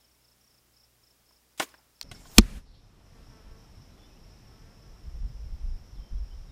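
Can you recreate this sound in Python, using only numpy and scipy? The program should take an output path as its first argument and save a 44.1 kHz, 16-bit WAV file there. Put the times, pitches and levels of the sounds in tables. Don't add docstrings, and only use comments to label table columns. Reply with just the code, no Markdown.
import sys
import numpy as np
from scipy import signal
from scipy.fft import rfft, irfft
from scipy.io import wavfile
from scipy.ndimage import uniform_filter1d

SR = 44100
rng = np.random.default_rng(int(sys.argv[2]) if len(sys.argv) > 2 else 0)


def transcribe(signal):
    frames = np.atleast_2d(signal).T
    limited = np.clip(frames, -1, 1)
    pcm = np.round(limited * 32767).astype(np.int16)
    wavfile.write(sys.argv[1], SR, pcm)


def natural_amplitude(level_db):
    exponent = np.asarray(level_db, float) / 20
    return 10 ** exponent


N = 287091
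T = np.arange(N) / SR
CUT_S, RELEASE_S, SMACK_S = 2.0315, 2.115, 2.3825
STROKE_S = .018

# (frequency [Hz], level [dB per Hz])
LAWN_COLOUR = [(15, -51), (25, -11.5), (64, -14.5), (185, -15.5), (212, -14), (476, -17.5), (714, -20),
               (818, -19.5), (1790, -23), (2220, -23), (16000, -25.5)]
# (frequency [Hz], level [dB])
HUM = [
    (60, -75),
    (120, -80),
]
# (frequency [Hz], level [dB per Hz])
FIELD_COLOUR = [(100, -1), (200, -3), (400, -10), (800, -14), (1600, -20.5), (3200, -23), (6400, -27.5),
                (9000, -32), (15000, -34.5), (15600, -50.5)]
# (time [s], level [dB])
FIELD_GAIN = [
    (2.03, -59.5),
    (2.38, -60.5),
    (2.62, -66),
    (3.0, -62),
    (3.2, -58.5),
    (6.51, -60),
]
# (centre [s], buffeting [dB], half length [s], rumble [dB])
GUSTS = [(2.12, -58, 0.19, -65), (2.44, -38, 0.028, -47), (2.54, -37.5, 0.059, -49),
         (2.67, -51.5, 0.068, -71), (2.82, -63, 0.062, -70), (3.25, -56.5, 0.1, -67),
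         (3.5, -47, 0.048, -65.5), (3.76, -63, 0.057, -74.5), (4.25, -58.5, .08, -64.5),
         (4.65, -51.5, 0.037, -57), (4.92, -49.5, .04, -66), (5.075, -35, 0.035, -56),
         (5.16, -35, 0.031, -53.5), (5.21, -36, 0.011, -46), (5.245, -28, 0.027, -43.5),
         (5.34, -37, 0.037, -60), (5.44, -35, 0.049, -58.5), (5.535, -28, 0.026, -52.5),
         (5.655, -27.5, 0.044, -50.5), (5.73, -28, 0.032, -55.5), (5.825, -45, .015, -54.5),
         (5.88, -50, 0.022, -54), (5.94, -45, .02, -66), (5.99, -32.5, 0.017, -50), (6.03, -44, .02, -58),
         (6.145, -27.5, 0.026, -47), (6.21, -31, 0.043, -56), (6.36, -38.5, 0.074, -78.5),
         (6.48, -49.5, 0.045, -60)]
# (start [s], end [s])
TOP_LOST = [
    (5.2, 5.265),
    (5.585, 5.65),
    (5.695, 5.735),
    (6.12, 6.17),
]
# (time [s], peak [dB], rise [s], t60 [s], centre [Hz], width [Hz])
GROUND_ROLL = [
    (2.034, -53, 0.015, .4, 209, 220),
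    (2.12, -52, 0.011, .45, 200, 200),
    (2.42, -44.5, .004, .15, 200, 120),
    (2.5, -48.5, .02, .35, 210, 140),
]

# (time [s], level [dB])
CHORUS_LEVEL = [(2.03, -67), (2.3, -67), (2.6, -76.5), (2.8, -74.5), (2.95, -77.5), (3.05, -72), (3.3, -69),
                (4.6, -67.5), (6.51, -67)]
# (first stroke [s], level [dB])
CHIRPS = [(-.021, -64.5), (.251, -64), (.513, -64), (.77, -61), (1.04, -63.5), (1.295, -64), (1.714, -63.5),
          (1.962, -65.5)]
# (first stroke [s], level [dB], pitch [Hz])
NEIGHBOUR = [
    (.085, -70.5, 5460),
    (.414, -66, 5470),
    (.785, -71, 5580),
    (1.312, -74, 5300),
]
# (stroke [s], level [dB], pitch [Hz])
CLOSE_STROKES = [
    (2.095, -57, 5138),
    (2.154, -52, 5280),
    (2.17, -67, 5400),
]
# (time [s], length [s], from [Hz], to [Hz], level [dB])
BIRD_NOTES = [(0, .065, 4280, 3020, -77), (3.922, .022, 3950, 3950, -73), (3.97, .045, 3450, 3450, -72.5),
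              (4.018, 0.031, 3400, 3480, -67), (4.047, 0.03, 3560, 3540, -71.5),
              (3.983, .045, 3346, 2950, -73), (4.045, .035, 2950, 3050, -75),
              (4.32, 0.032, 2460, 2460, -76), (4.42, .03, 2350, 2560, -78), (4.447, .025, 2944, 2795, -78),
              (5.952, .035, 4600, 3150, -69.5), (5.986, .15, 3200, 3160, -71.5),
              (6.168, .015, 3300, 3250, -73), (6.305, .03, 3010, 3080, -68), (6.487, .03, 3780, 3670, -69)]
# (time [s], pitch [Hz], level [dB])
BIRD_SLUR = [(4.065, 3410, -90), (4.08, 3020, -75), (4.095, 2680, -73.5), (4.115, 2520, -77),
             (4.145, 2550, -77), (4.16, 2680, -73.5), (4.177, 2980, -75), (4.192, 3400, -90)]
# (time [s], wing beat [Hz], level [dB])
FLY_PASSES = [
    [(2.95, 228.7, -88.5), (3.1, 227.8, -80.5), (3.21, 228, -74.5), (3.275, 225, -83), (3.33, 221, -71),
     (3.42, 215.4, -74), (3.47, 219, -78.5), (3.53, 223, -72.5), (3.7, 223.7, -88)],
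    [(4.42, 216.7, -89), (4.52, 218.2, -76.5), (4.61, 217, -76.5), (4.66, 225.4, -74.5), (4.72, 231.3, -76),
     (4.77, 223, -84), (4.85, 227, -76), (4.9, 222, -83), (4.96, 215.3, -76.5), (5.05, 214, -90)],
]
WING_PARTIALS_DB = [0, 6, -1, -1.5, 0, 0, -6, -5, -10]

# (time [s], peak [dB], rise [s], t60 [s], centre [Hz], width [Hz])
BOW_NEAR = [(1.308, -56.5, .001, .03, 930, 600), (1.5765, -44, 0.00034, 0.008, 6000, 14000),
            (1.577, -47.5, 0.0026, 0.18, 2900, 12100), (1.587, -50, .001, .02, 8500, 1500),
            (1.5958, -33, 0.00067, 0.033, 2500, 5000), (1.598, -18, 0.00047, 0.019, 3000, 7000),
            (1.602, -24, 0.0007, 0.045, 1210, 1500), (1.688, -54.5, 0.0022, .06, 4000, 7000),
            (1.74, -46.5, .0006, 0.047, 1060, 1500), (1.74, -53, .0004, 0.014, 2700, 2200),
            (1.6, -41, .002, 0.071, 400, 300), (1.598, -37.5, 0.0018, 0.051, 124, 110),
            (1.62, -59.5, 0.057, 0.89, 1110, 2200), (1.78, -60, 0.00802, 0.12965, 750, 400)]
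# (time [s], peak [dB], rise [s], t60 [s], centre [Hz], width [Hz])
STRING_SLAP = [
    (1.6025, -31.5, .001, .035, 7000, 6000),
    (1.6102, -38, .0004, 0.012, 2200, 3000),
    (1.607, -39, .001, .03, 4200, 2000),
    (1.628, -38, .002, 0.036, 3000, 1500),
    (1.637, -39, .004, 0.046, 7200, 2500),
    (1.646, -53, .003, 0.041, 1200, 1500),
]
# (time [s], frequency [Hz], level [dB], rise [s], t60 [s], first swing [+1/-1])
LIMBS_NEAR = [(1.6005, 776, -15, 0.0027, 0.026, 1), (1.6015, 1454, -14.5, 0.0028, 0.03, -1),
              (1.6, 1063, -19, 0.0023, 0.039, 1), (1.598, 635, -21.5, .001, 0.034, 1),
              (1.598, 320, -26, 0.0012, 0.044, 1), (1.598, 2190, -27, .0005, .045, -1),
              (1.6, 1741, -31.5, .001, .05, 1), (1.598, 2800, -28, .0005, 0.042, 1),
              (1.598, 967, -30.5, 0.0011, .035, -1), (1.602, 1209, -24, .002, .025, 1),
              (1.599, 1200, -19, 0.0009, 0.025, 1), (1.6095, 1800, -30, .0008, .025, -1),
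              (1.626, 3500, -38, .004, 0.046, 1), (1.598, 3400, -22, .0004, .02, 1)]
# (time [s], level [dB])
WHIP_LEVEL = [(1.6, -41), (1.612, -40), (1.626, -35), (1.635, -39.5), (1.646, -51), (1.66, -58.5),
              (1.7, -64), (1.76, -73)]
# (frequency [Hz], level [dB per Hz])
WHIP_COLOUR = [(88, -49), (150, -23), (275, -2), (923, -10.5), (1080, -4.5), (1240, -12), (2180, -9.5),
               (2400, -10.5), (16000, -19)]
# (time [s], peak [dB], rise [s], t60 [s], centre [Hz], width [Hz])
HIT_FAR = [
    (2.0125, -32, 0.0002746, 0.0095, 4030, 9000),
    (2.0125, -38.5, 0.00041, 0.02, 900, 2010),
    (2.0165, -52, 0.0005916, 0.0297, 4500, 3000),
    (2.0255, -36, 0.0018, 0.046, 4400, 2200),
    (2.027, -49, 0.002, .05, 9000, 9000),
]
# (time [s], frequency [Hz], level [dB], rise [s], t60 [s], first swing [+1/-1])
BONE_FAR = [
    (2.0126, 2680, -28, 0.00028, 0.0067, -1),
    (2.0126, 4310, -14.5, 0.00026, 0.0042, -1),
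    (2.0126, 7700, -28.5, 0.00022, 0.0053, 1),
    (2.0126, 7460, -39, 0.00024, 0.0093, 1),
    (2.0126, 13500, -32.5, .0003, .006, 1),
    (2.0126, 5780, -28.5, .0002, .007, 1),
]

# (time [s], peak [dB], rise [s], t60 [s], centre [Hz], width [Hz])
BOW_FAR = [
    (2.1132, -45, 0.001, 0.094, 2770, 5894),
    (2.1135, -50, .0007, .03, 9500, 8000),
    (2.114, -43, 0.0017, 0.036, 248, 410),
    (2.145, -53, 0.0038, 0.073, 1493, 900),
    (2.255, -58, .002, 0.033, 1090, 900),
    (2.16, -56, .003, .04, 3500, 4900),
    (2.25, -59, 0.0066, .1, 3235, 400),
]
# (time [s], frequency [Hz], level [dB], rise [s], t60 [s], first swing [+1/-1])
LIMBS_FAR = [(2.114, 716, -42.5, .002, .045, 1), (2.1142, 1502, -40.5, .001, .04, -1),
             (2.1135, 1100, -44, .001, .035, 1), (2.116, 3295, -40, .001, .03, 1),
             (2.114, 2890, -41, .0007, .03, -1), (2.113, 100, -27.5, .003, .04, -1),
             (2.254, 680, -49, .002, .04, 1), (2.254, 1060, -45, .002, .04, 1),
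             (2.254, 1490, -47, .002, .035, -1), (2.143, 2200, -56, .02, .25, 1),
             (2.114, 2073, -42, .001, .03, 1), (2.115, 2610, -43, .001, .03, -1),
             (2.117, 3945, -44, .001, .035, 1), (2.114, 4313, -46, .0007, .03, -1),
             (2.114, 5265, -45, .001, .035, 1), (2.114, 6380, -44, .0007, .02, -1),
             (2.1135, 8247, -44, .0007, .02, 1), (2.1135, 8750, -45, .0007, .02, -1)]
# (frequency [Hz], level [dB per Hz])
FLIGHT_COLOUR = [(240, -27), (400, -2.5), (553, -12), (645, -4.5), (1510, -9.5), (1630, -11), (7170, -8.5),
                 (14600, -19.5), (16000, -35)]
# (time [s], peak [dB], rise [s], t60 [s], centre [Hz], width [Hz])
HIT_NEAR = [(2.3824, 5, 0.00035, 0.01, 3980, 4000), (2.3824, 1.5, .0008, 0.0091, 11200, 8003),
            (2.386, -5, 0.00045, 0.005, 4500, 7000), (2.3826, -5.5, 0.00032, 0.013, 1510, 700),
            (2.3905, -23, .0004, .009, 2800, 2500), (2.393, -22, .0004, .009, 4200, 3500),
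            (2.394, -33, .001, .025, 2000, 2000), (2.4025, -38, .0004, .008, 3500, 4000),
            (2.409, -34.5, .002, 0.024, 4700, 1800), (2.436, -45.5, .002, .03, 1750, 400),
            (2.463, -48, .002, .025, 2700, 600), (2.65, -60.5, .04, 0.46, 4250, 1500),
            (2.73, -61, .02, .4, 3890, 1499)]
# (time [s], frequency [Hz], level [dB], rise [s], t60 [s], first swing [+1/-1])
SLAB = [(2.3843, 215, 4, .0023, .045, -1), (2.3876, 44, 3.6, .003, .05, 1), (2.376, 14, -7, .001, .1, -1),
        (2.3831, 341, 4, .018, .04, -1), (2.3845, 443, -11.5, .0005, .03, 1),
        (2.384, 950, -18, .001, .03, 1), (2.384, 750, -14, .001, .02, 1), (2.384, 575, -24, .001, .02, -1),
        (2.384, 1200, -6.5, .0005, .02, 1), (2.401, 41, -19, .008, .25, -1),
        (2.3975, 95, -15, .0015, .03, -1), (2.3875, 125, -17, .003, .06, 1),
        (2.384, 1340, -19, .0005, .015, -1)]
# (time [s], frequency [Hz], level [dB], rise [s], t60 [s], first swing [+1/-1])
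BONE_NEAR = [(2.3824, 2417, 3, 0.00037, 0.013, 1), (2.3824, 3310, 2.5, 0.00028, 0.013, -1),
             (2.3825, 4334, 5, .0003, 0.011, 1), (2.3829, 4150, -0.5, 0.00033, 0.01, 1),
             (2.3825, 5410, 3, 0.00026, 0.014, -1), (2.3825, 6320, 1, .0003, 0.014, 1),
             (2.3825, 7420, 2, .0003, 0.013, -1), (2.3826, 2660, -5, .0004, 0.013, -1),
             (2.3826, 1870, -9, .0003, 0.011, -1), (2.3826, 8114, 1, 0.00026, 0.011, 1),
             (2.3825, 6010, -2.5, .0003, 0.013, -1), (2.3826, 3630, -8, .0003, 0.0058, 1),
             (2.3826, 9200, -5, .0005, 0.013, 1), (2.3826, 13900, -2, .0006, .007, -1),
             (2.3826, 12700, -5.5, .0006, .01, 1), (2.3826, 4900, -3, .0003, 0.0085, -1)]
# (time [s], level [dB])
ECHO_LEVEL = [
    (2.4, -53),
    (2.42, -49.5),
    (2.58, -52),
    (2.62, -68.5),
    (2.7, -83),
]
# (frequency [Hz], level [dB per Hz])
ECHO_COLOUR = [(88, -29), (150, -2), (240, -2), (422, -13.5), (494, -11), (637, -17.5), (1720, -15.5),
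               (10400, -26), (14800, -34), (16000, -48)]


def column(table, k=1, outside=-150.):
    rows = np.array(table, float)
    return np.interp(T, rows[:, 0], rows[:, k], left=outside, right=outside)


def walk(rate):
    hold = max(int(SR / rate), 1)
    steps = rng.standard_normal(N + 1)[:N // hold + 1]
    return 1.2 * uniform_filter1d(np.repeat(steps, hold)[:N], hold)


def coloured(shape, flicker_db=0., rate=10.):
    hz = np.maximum(np.arange(N // 2 + 1) * SR / N, 1)
    rows = np.array(shape, float)
    level_db = np.interp(np.log(hz), np.log(rows[:, 0]), rows[:, 1], left=-80, right=-90)
    spectrum = rfft(rng.standard_normal(N)) * natural_amplitude(level_db)
    if flicker_db:
        out = np.zeros(N)
        for octave in range(4, 15):
            share = np.clip(1 - abs(np.log2(hz) - octave), 0, 1)
            out += irfft(spectrum * share, N) * natural_amplitude(flicker_db * walk(rate))
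    else:
        out = irfft(spectrum, N)
    return out / np.std(out)


def add(out, s, piece):
    i = max(int(s * SR), 0)
    out[i:i + len(piece)] += piece[:max(N - i, 0)]


def swell(rise, t60, size=22050):
    t = np.arange(size) / SR
    return t, (1 - np.exp(-t / rise)) * 1000. ** (-t / t60)


def scattered(x, rise, t60, size):
    scatter = rng.standard_normal(size) * swell(rise, t60, size=size)[1]
    return signal.fftconvolve(x, scatter / np.linalg.norm(scatter))[:N]


def knocks(table):
    out = np.zeros(N)
    for s, db, rise, t60, hz, width in table:
        b, a = signal.iirpeak(hz, hz / width, SR)
        noise = signal.lfilter(b, a, rng.standard_normal(16000))
        noise = signal.lfilter(b, a, noise)[1000:]
        fade = swell(rise, t60, size=len(noise))[1]
        add(out, s, natural_amplitude(db) * noise / np.std(noise) * fade)
    return out


def rings(table):
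    out = np.zeros(N)
    for s, hz, db, rise, t60, sign in table:
        t, fade = swell(rise, t60)
        add(out, s, np.sign(sign) * natural_amplitude(db) * fade * np.sin(2 * np.pi * hz * t))
    return out


def mains_hum():
    hum = np.zeros(N)
    for hz, db in HUM:
        hum += np.sqrt(2) * natural_amplitude(db + 1.7 * walk(6.1)) * np.sin(2 * np.pi * hz * T)
    return hum


def lawn_noise():
    hiss = natural_amplitude(-67.5) * coloured(LAWN_COLOUR)
    return hiss + natural_amplitude(-80.5) * coloured([(4600, -15), (5300, -15.0), (5900, -16.5)])


def field_noise():
    return natural_amplitude(column(FIELD_GAIN)) * coloured(FIELD_COLOUR, flicker_db=-0.3, rate=8.0)


def wind():
    push, rough = natural_amplitude(column(FIELD_GAIN) + 3.5), natural_amplitude(column(FIELD_GAIN) - 1)
    for s, db, half, rumble_db in GUSTS:
        gust = np.exp(-abs(np.arange(-2 * half, 2 * half, 1 / SR) / half) ** 3)
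        add(push, s - 2 * half, natural_amplitude(db) * gust)
        add(rough, s - 2 * half, natural_amplitude(rumble_db) * gust)
    buffet = coloured([(15, -10), (25, -1), (45, 0), (62, -5.5), (88, -22)])
    power = uniform_filter1d(uniform_filter1d(buffet ** 2, size=1200), size=1200)
    buffet = buffet / np.sqrt(0.33 + power)
    rumble_colour = [(55, -10.5), (78, -1), (120, -3), (170, -12), (280, -27)]
    rumble = coloured(rumble_colour, flicker_db=4, rate=25)
    return push * buffet + rough * rumble


def crickets(strokes, fall_hz):
    out, t = np.zeros(N), np.arange(int(STROKE_S * SR)) / SR
    for s, db, hz in strokes:
        pitch_hz = hz + fall_hz * (.36 - (t / STROKE_S) ** 1.8)
        tone = np.sin(2 * np.pi * np.cumsum(pitch_hz) / SR)
        add(out, s - STROKE_S / 2, 1.3 * natural_amplitude(db) * np.sin(np.pi * t / STROKE_S) ** .7 * tone)
    blurred = scattered(out, .003, 0.13, 2000)
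    return out * natural_amplitude(walk(200)) + .3 * blurred


def chorus(count=9):
    strokes = []
    for start, pace, hz, far in rng.random((count, 4)):
        for s in np.arange(CUT_S - .3 * start, N / SR, .2 + .12 * pace):
            strokes += [(s + .034 * k, -8 * far, 5120 + 420 * hz) for k in range(3 + int(2 * pace))]
    near = crickets(strokes, fall_hz=650)
    high_period_s = .253
    starts = np.arange(4.83 - 9 * high_period_s, N / SR, high_period_s)
    high = crickets([(s + .022 * k, -5.5, 5900) for s in starts for k in range(5)], fall_hz=220)
    blur = coloured([(4500, -25.5), (4950, -6.5), (5400, -2.0), (5700, -4.5), (6000, -22.5)])
    swell_db = 0.43 * np.cos(2 * np.pi * (T - 4.8) / .5)
    mix = .65 * near / np.std(near[T > CUT_S]) + 0.76 * blur + high
    return natural_amplitude(column(CHORUS_LEVEL) + swell_db) * mix


def near_crickets():
    lawn = [(s + k * .0355, db, 5190 + k * 20) for s, db in CHIRPS for k in range(3)]
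    lawn += [(s - .028, db - 6, 5190) for s, db in CHIRPS[1:6:2]]
    lawn += [(s + k * .0325, db, hz) for s, db, hz in NEIGHBOUR for k in range(3)]
    lawn = [row for row in lawn if 0 < row[0] < CUT_S - STROKE_S / 2]
    return crickets(lawn + list(CLOSE_STROKES), fall_hz=850)


def bird():
    settle_s, fade_db_per_s, warble_hz, warbles_per_s = .014, 43, 60, 51
    out = np.zeros(N)
    for s, length, from_hz, to_hz, db in BIRD_NOTES:
        part = np.arange(int(length * SR)) / (length * SR)
        t = part * length
        glide_hz = to_hz + (from_hz - to_hz) * np.exp(-t / settle_s)
        pitch_hz = glide_hz + warble_hz * np.sin(2 * np.pi * warbles_per_s * t)
        level = np.sqrt(2) * natural_amplitude(db - fade_db_per_s * t) * np.sin(np.pi * part) ** 0.28
        add(out, s, level * np.sin(2 * np.pi * np.cumsum(pitch_hz) / SR))
    slur_phase = 2 * np.pi * np.cumsum(column(BIRD_SLUR, outside=0.)) / SR
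    out = out + np.sqrt(2) * natural_amplitude(column(BIRD_SLUR, k=2)) * np.sin(slur_phase)
    smeared = scattered(out, .005, .15, 6000)
    return out * natural_amplitude(1.5 * walk(60)) + .6 * smeared


def fly():
    out = np.zeros(N)
    for path in FLY_PASSES:
        beat_hz = column(path, outside=0.) * (1 + .006 * walk(40))
        phase = 2 * np.pi * np.cumsum(beat_hz) / SR
        stack = np.zeros(N)
        for k, db in enumerate(WING_PARTIALS_DB, start=1):
            stack += natural_amplitude(db + 2.2 * walk(17)) * np.sin(k * phase + k * k)
        out += np.sqrt(2) * natural_amplitude(column(path, k=2)) * stack
    return out


def echo():
    return natural_amplitude(column(ECHO_LEVEL)) * coloured(ECHO_COLOUR, flicker_db=-0.5, rate=70)


def near_bow():
    whip = natural_amplitude(column(WHIP_LEVEL) + 1.5) * coloured(WHIP_COLOUR, flicker_db=2.2, rate=320)
    return whip + knocks(BOW_NEAR) + rings(LIMBS_NEAR)


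def far_bow():
    return knocks(BOW_FAR) + rings(LIMBS_FAR)


def arrow():
    left = np.maximum(SMACK_S - T, 0)
    last_metre_s = .01
    near = last_metre_s / (last_metre_s + left)
    vane_level = np.hypot(natural_amplitude(-42.5) * near, natural_amplitude(-60.5))
    vanes = vane_level * coloured(FLIGHT_COLOUR, flicker_db=3.0, rate=65)
    edge_hz = np.minimum(7400 + 85000 * left, 15000)
    thin = np.zeros(N)
    for hz in range(6000, 16000, 1500):
        band = coloured([(hz - 1500, -30), (hz - 700, 0), (hz + 700, 0), (hz + 1500, -30)])
        thin += np.clip((hz - edge_hz) / 1500 + 1, 0, 1) * hz / 12000 * band
    thin_level = .5 * natural_amplitude(-42 - 40 * left) * near
    whistle_hz = np.minimum(6400 + 5500 * left, 7600)
    tone = np.sin(2 * np.pi * np.cumsum(whistle_hz) / SR)
    whistle = natural_amplitude(-62 - 55 * abs(left - .07)) * walk(500) * tone
    return (vanes + thin_level * thin + whistle) * ((T > RELEASE_S) & (T < SMACK_S))


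def far_smack():
    return knocks(HIT_FAR) + rings(BONE_FAR)


def near_smack():
    return knocks(HIT_NEAR) + rings(SLAB) + rings(BONE_NEAR)


def lose_top_band(x):
    duck_s, return_s = 2.62, .25
    top = signal.sosfiltfilt(signal.butter(10, 13200, "high", fs=SR, output="sos"), x)
    lost = sum(1. * ((T > start) & (T < end)) for start, end in TOP_LOST)
    out = x - top * uniform_filter1d(lost, size=300)
    for hz in range(12750, 15450, 150):
        band = signal.butter(6, [hz, hz + 150], "band", fs=SR, output="sos")
        strip = signal.sosfiltfilt(band, out)
        delay_s = max(hz - 13600, 0) / 6000 * .5
        odds = np.exp(-np.maximum(T - duck_s - delay_s, 0) / return_s) * (.6 + .5 * (hz > 13600))
        held = np.repeat(rng.random(N // 2048 + 1), 2048)[:N]
        out = out - strip * uniform_filter1d(1. * ((held < odds) & (T > duck_s)), size=600)
    return out


def lawn_camera(wildlife):
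    return mains_hum() + near_bow() + far_smack() + lawn_noise() + wildlife


def target_camera(wildlife):
    shot = echo() + far_bow() + arrow() + near_smack()
    heard = shot + field_noise() + wind() + chorus() + fly() + wildlife
    overloaded = np.clip(lose_top_band(heard), -.94, .94)
    return signal.sosfilt(signal.ellip(7, .5, 45, 15250, fs=SR, output="sos"), overloaded)


def scene():
    wildlife = near_crickets() + bird()
    lawn, target = lawn_camera(wildlife), target_camera(wildlife)
    lawn = lawn + knocks(STRING_SLAP)
    lawn = signal.sosfilt(signal.ellip(10, .3, 60, 15850, fs=SR, output="sos"), lawn)
    return np.where(T < CUT_S, lawn, target + knocks(GROUND_ROLL))[None]


def roll_off(x):
    return signal.sosfilt(signal.butter(12, 16070, fs=SR, output="sos"), x)


def record(dry):
    finished = np.clip(dry, -1, 1)
    return roll_off(finished)


dry = scene()
out = record(dry)
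transcribe(out)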